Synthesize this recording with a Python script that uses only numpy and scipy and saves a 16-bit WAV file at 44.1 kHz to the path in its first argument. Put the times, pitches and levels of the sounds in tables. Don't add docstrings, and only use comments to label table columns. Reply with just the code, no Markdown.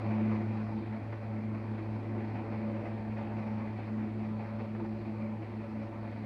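import sys
import numpy as np
from scipy import signal
from scipy.fft import rfft, irfft
from scipy.io import wavfile
from scipy.ndimage import uniform_filter1d

SR = 44100
rng = np.random.default_rng(int(sys.argv[2]) if len(sys.argv) > 2 else 0)


def field_ratio(decibels):
    return 10 ** (np.asarray(decibels, dtype=float) / 20)


def wav_record(signal):
    frames = np.transpose(np.atleast_2d(signal))
    bounded = np.clip(frames, -1, 1)
    quanta = np.round(bounded * 32767).astype(np.int16)
    wavfile.write(sys.argv[1], SR, quanta)


N = 275625
T = np.arange(N) / SR
ROTOR_HZ = 4.898
TAIL_GEAR = 22


def rms_one(x):
    return x / np.sqrt(np.mean(x ** 2) + 1e-20)


def curve(rows):
    seconds, values = np.transpose(rows)
    return np.interp(T, seconds, values)


def coloured(x, spectrum):
    hz, level_db = np.transpose(spectrum)
    bin_hz = np.maximum(np.arange(N // 2 + 1) * SR / N, 1)
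    gain_db = np.interp(np.log(bin_hz), np.log(hz), level_db)
    return irfft(rfft(x) * field_ratio(gain_db), N)


def drift(rate):
    step, settle = 40, 2000
    pole = np.exp(-2 * step * np.pi * rate / SR)
    noise = rng.standard_normal(N // step + settle + 2)
    slow = signal.lfilter([1], [1, -2 * pole, pole * pole], noise)[settle:]
    return np.interp(np.arange(N) / step, np.arange(len(slow)), rms_one(slow))


def bell(x, hz, width_hz, gain_db):
    w, a = 2 * np.pi * hz / SR, field_ratio(gain_db / 2)
    k = np.sin(w) * width_hz / hz / 2
    above = [1 + k * a, -2 * np.cos(w), 1 - k * a]
    below = [1 + k / a, -2 * np.cos(w), 1 - k / a]
    return signal.lfilter(above, below, x)


def swells_db(rows, floor_db, order):
    level = field_ratio(floor_db)
    for s, level_db, half_s in rows:
        level = level + field_ratio(level_db) * np.exp(-np.abs((T - s) / half_s) ** order)
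    return 20 * np.log10(level)


def tail_rotor():
    # time in seconds, level in dB.
    hum_level = [(0, -38), (.06, -35.5), (.5, -36.5), (.85, -41.5), (1.4, -39.5), (2.0, -38.5),
                 (2.9, -41.5), (3.9, -41), (4.45, -41), (4.8, -43), (5.45, -42), (5.7, -46.5),
                 (6.05, -42.5), (6.25, -44.5)]
    # centre in seconds, level in dB, half length in seconds.
    upper_swells = [(0.25, -32, 0.18), (0.58, -38, 0.11), (0.77, -36, 0.044), (0.94, -39, 0.047),
                    (1.45, -40, 0.17), (1.73, -41.5, 0.058), (1.93, -42, 0.055), (2.17, -41, 0.081),
                    (2.29, -45.5, 0.036), (2.65, -38.0, 0.17), (2.94, -46.0, 0.044), (3.14, -41, 0.2),
                    (3.56, -39.5, 0.189), (3.98, -35.5, 0.094), (4.27, -38, 0.16), (4.65, -42, 0.16),
                    (4.9, -39.5, 0.097), (5.1, -40, 0.044), (5.26, -38.5, 0.096), (5.61, -47.5, 0.087),
                    (5.77, -39.5, 0.07), (6.01, -50, 0.067), (6.22, -44.5, 0.086)]
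    first_db = curve(hum_level)
    second_db = swells_db(upper_swells, floor_db=-54.5, order=3)
    turn = 2 * np.pi * ROTOR_HZ * TAIL_GEAR * T
    sway = turn + 0.093 * drift(2.2)

    beat_peak = .423
    beat_phase = sway + 2 * np.pi * (ROTOR_HZ * T - beat_peak)
    first = np.cos(sway) + field_ratio(-15 + 1.5 * drift(.8)) * np.cos(beat_phase)

    sharp_hz = .14 * (second_db - uniform_filter1d(second_db, size=SR // 2))
    lead = signal.lfilter([2 * np.pi / SR], [1, -np.exp(-3 / SR)], sharp_hz)
    second = np.cos(2 * turn - .5 + lead + .3 * drift(1.2))
    return -np.sqrt(2) * (field_ratio(first_db) * first + field_ratio(second_db) * second)


def main_rotor_tones():
    # multiple of the rotor turn, level in dB.
    main_orders = [(32, -70), (48, -57), (56, -61)]
    tones = 0
    for order, level_db in main_orders:
        fade = field_ratio(level_db + 2.2 * drift(1.3))
        tones = tones + fade * np.sin(2 * np.pi * ROTOR_HZ * order * T + drift(0.9))
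    return tones


def blade_lift_db():
    # part of a turn, lift in dB.
    blades = [(.04, 2.4), (.28, 1.9), (.57, 4.8), (.78, 3.0)]
    # time in seconds, lift in dB, decay in seconds.
    slaps = [(0.095, 0.5, .02), (.308, 2, .02), (.479, 1.5, .02), (0.574, 0.5, 0.022), (1.126, 5, 0.017),
             (1.211, 3, 0.048), (1.546, 5, 0.036), (2.055, 2.5, .015), (2.179, 2, 0.035), (2.356, 8, 0.027),
             (2.388, 3, 0.011), (2.53, 4.5, 0.022), (2.756, 1, .02), (2.856, 7.5, 0.019),
             (3.17, 3.5, 0.035), (3.261, 1, .02), (3.386, 3.5, .03), (3.575, 1, .04), (3.789, 3, .03),
             (4.391, 5, 0.08), (4.59, 5, .02), (4.751, 8, .015), (4.797, 6, .015), (4.85, 6.5, 0.017),
             (5.202, 3, 0.017), (5.421, 5.5, 0.042), (5.639, 5.5, 0.012), (5.832, 3, 0.013)]
    pass_width = .054
    lift = 0
    for part, lift_db in blades:
        away = (ROTOR_HZ * T - part + .5) % 1 - .5
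        lift = lift + lift_db * np.exp(-.5 * (away / pass_width) ** 2)
    slap_lift = 0
    for s, lift_db, decay_s in slaps:
        onset = np.clip((T - s) / 0.0023 + 1, 0, 1)
        slap_lift = slap_lift + lift_db * onset * np.exp(-np.abs(T - s) / decay_s)
    unevenness = np.clip(.9 + .2 * drift(2.5), 0, 3)
    return (lift - lift.mean()) * unevenness + slap_lift


def hollow_levels_db():
    # centre in seconds, level in dB, half length in seconds.
    low_swells = [(0.077, -49.5, 0.053), (0.313, -45, 0.17), (0.782, -50, 0.1), (1.351, -52.5, 0.026),
                  (1.514, -53.5, 0.064), (1.911, -52.5, 0.28), (2.19, -48.5, 0.065), (2.525, -52, 0.26),
                  (2.885, -55.0, 0.14), (3.291, -53, 0.083), (3.703, -61.5, 0.026), (4.097, -54.5, 0.185),
                  (4.833, -42.5, 0.049), (5.101, -52, 0.16), (5.455, -52, 0.039), (5.774, -61.0, 0.24)]
    high_swells = [(0.12, -51, 0.099), (0.36, -56.5, 0.059), (1.169, -65, 0.199), (2.04, -61.5, 0.158),
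                   (2.41, -65.5, 0.19), (2.64, -54.5, 0.025), (2.77, -49.5, 0.178), (3.19, -52.5, 0.029),
                   (3.41, -59, 0.17), (3.76, -76.5, 0.3), (4.43, -56.5, 0.083), (4.6, -54, 0.095),
                   (4.94, -57.5, 0.11), (5.27, -51.5, 0.06), (5.65, -52, 0.026), (5.83, -54.5, 0.086),
                   (6.05, -59, 0.07)]
    floors_db = [-58.5, -61.5]
    return [swells_db(rows, floor_db, order=2)
            for rows, floor_db in zip([low_swells, high_swells], floors_db)]


def roar_levels_db():
    # time in seconds, level in dB about the mean.
    carry = [(0, 5), (.35, 6), (.75, -.5), (1.1, -.5), (1.45, -1.5), (2.05, 0.5), (2.3, 1), (2.55, .5),
             (2.95, 1), (3.15, 0), (3.45, 2), (3.8, 1.5), (4.2, -2), (4.45, -1), (4.75, -2.5), (5.25, -2),
             (5.7, -2), (6.25, -1.5)]
    roar_db = [-46.5, -48.5, -55.5, -69]
    carry_share = [.3, 0.72, 0.86, 0.53]
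    note_share = [0.29, 0.16]
    carry_db = curve(carry)
    levels_db = [level_db + share * carry_db for level_db, share in zip(roar_db, carry_share)]
    spread = int(.25 * SR)
    for k, note_db in enumerate(hollow_levels_db()):
        swell_db = uniform_filter1d(note_db - note_db.mean(), spread)
        levels_db[k] = levels_db[k] + note_share[k] * swell_db
    return levels_db


def roar(patchy_db):
    # frequency in Hz, level in dB per Hz.
    roar_colour = [(20, -26.5), (45, -7.5), (150, 2.5), (340, 4.5), (600, -2), (900, -6.5), (1300, -15),
                   (2000, -16), (2450, -16.5), (2900, -29.5), (3700, -34.5), (4400, -32.5), (6400, -50.5),
                   (12000, -71.5)]
    # frequency in Hz, width in Hz, gain in dB.
    echo_dips = [(138, 34, -9), (177, 22, -6), (262.6, 12, -13), (298, 20, -13.5), (344, 27, -4),
                 (366, 31, -7.5), (378.6, 11, -5), (392, 15, -17), (412.5, 12, -7.5), (460.5, 35.6, -13),
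                 (500.6, 4.1, 8), (517, 29, -12.5), (569, 40, -4.5), (628, 50, -11.5), (696, 5.6, 1),
                 (729, 54, -4.5), (779.4, 9.8, -11.5), (840.5, 30, -10), (958, 39, -9.5), (965, 26, -0.5),
                 (1049, 32, -10), (1128, 25, -8), (1159, 7.7, -8), (1239, 56, -4.5), (1330, 23, 2),
                 (1413, 26, -5), (1628, 50, -5)]
    # delay in seconds, strength as a signed ratio.
    late_echoes = [(.0088, .13), (.0121, .12), (.0151, .12), (.0247, -.12), (.031, .1)]
    run_in = SR // 5
    source = [np.pad(coloured(noise, roar_colour), (run_in, 0), "wrap")
              for noise in rng.standard_normal((2, N))]

    grain_db = 1.3 * drift(90) + .7 * np.cos(2 * np.pi * ROTOR_HZ * TAIL_GEAR * T)
    common_db = blade_lift_db() + 0.44 * drift(7.0) + grain_db

    groups = np.zeros((5, N))
    swish_shares = [0.21, 0.31, 0.75, 0.74, 0.35]
    edges = 15 * 2 ** np.arange(0, 10.2, 1 / 3)
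    for k, (low, high) in enumerate(zip(edges, edges[1:])):
        group = np.searchsorted([230, 470, 1200, 2800], low)
        sos = signal.butter(2, [low, high], "band", fs=SR, output="sos")
        band = signal.sosfilt(sos, source[k % 2])[run_in:]
        flicker_db = swish_shares[group] * common_db + patchy_db * drift(6.0)
        groups[group] += band * field_ratio(flicker_db)

    for hz, width_hz, gain_db in echo_dips:
        groups = bell(groups, hz, width_hz, gain_db)
    bright = groups[3:].copy()
    for delay_s, strength in late_echoes:
        groups[3:] += strength * np.roll(bright, round(delay_s * SR), axis=1)

    levels_db = roar_levels_db()
    rush_db = levels_db[1]
    rumble_db = -48 + 0.44 * (rush_db - rush_db.mean())
    return sum(field_ratio(level_db) * rms_one(g) for level_db, g in zip([rumble_db] + levels_db, groups))


def hollow_notes():
    # frequency in Hz, width in Hz.
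    resonances = [(336, 24.8), (571, 33.3)]
    out = 0
    for (hz, width_hz), level_db in zip(resonances, hollow_levels_db()):
        sos = signal.butter(2, [hz - width_hz / 2, hz + width_hz / 2], "band", fs=SR, output="sos")
        note = rms_one(signal.sosfilt(sos, rng.standard_normal(N)))
        note = note / np.sqrt(uniform_filter1d(note ** 2, size=SR // 12) + 0.074)
        out = out + field_ratio(level_db + 0.5) * rms_one(note)
    return out


def microphone_hiss():
    # frequency in Hz, level in dB per Hz.
    hiss_colour = [(2000, 3.5), (6500, -2), (8000, -1), (10000, -4), (13000, -6.5), (15300, -10)]
    return field_ratio(-80.5) * rms_one(coloured(rng.standard_normal(N), hiss_colour))


def scene():
    mix = tail_rotor() + main_rotor_tones() + field_ratio(-1.0) * roar(patchy_db=1.5) + hollow_notes()
    return mix[None]


def top_cut(x):
    return signal.sosfilt(signal.butter(12, 15270, fs=SR, output="sos"), x)


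def record(dry):
    return top_cut(dry + microphone_hiss())


dry = scene()
out = record(dry)
wav_record(out)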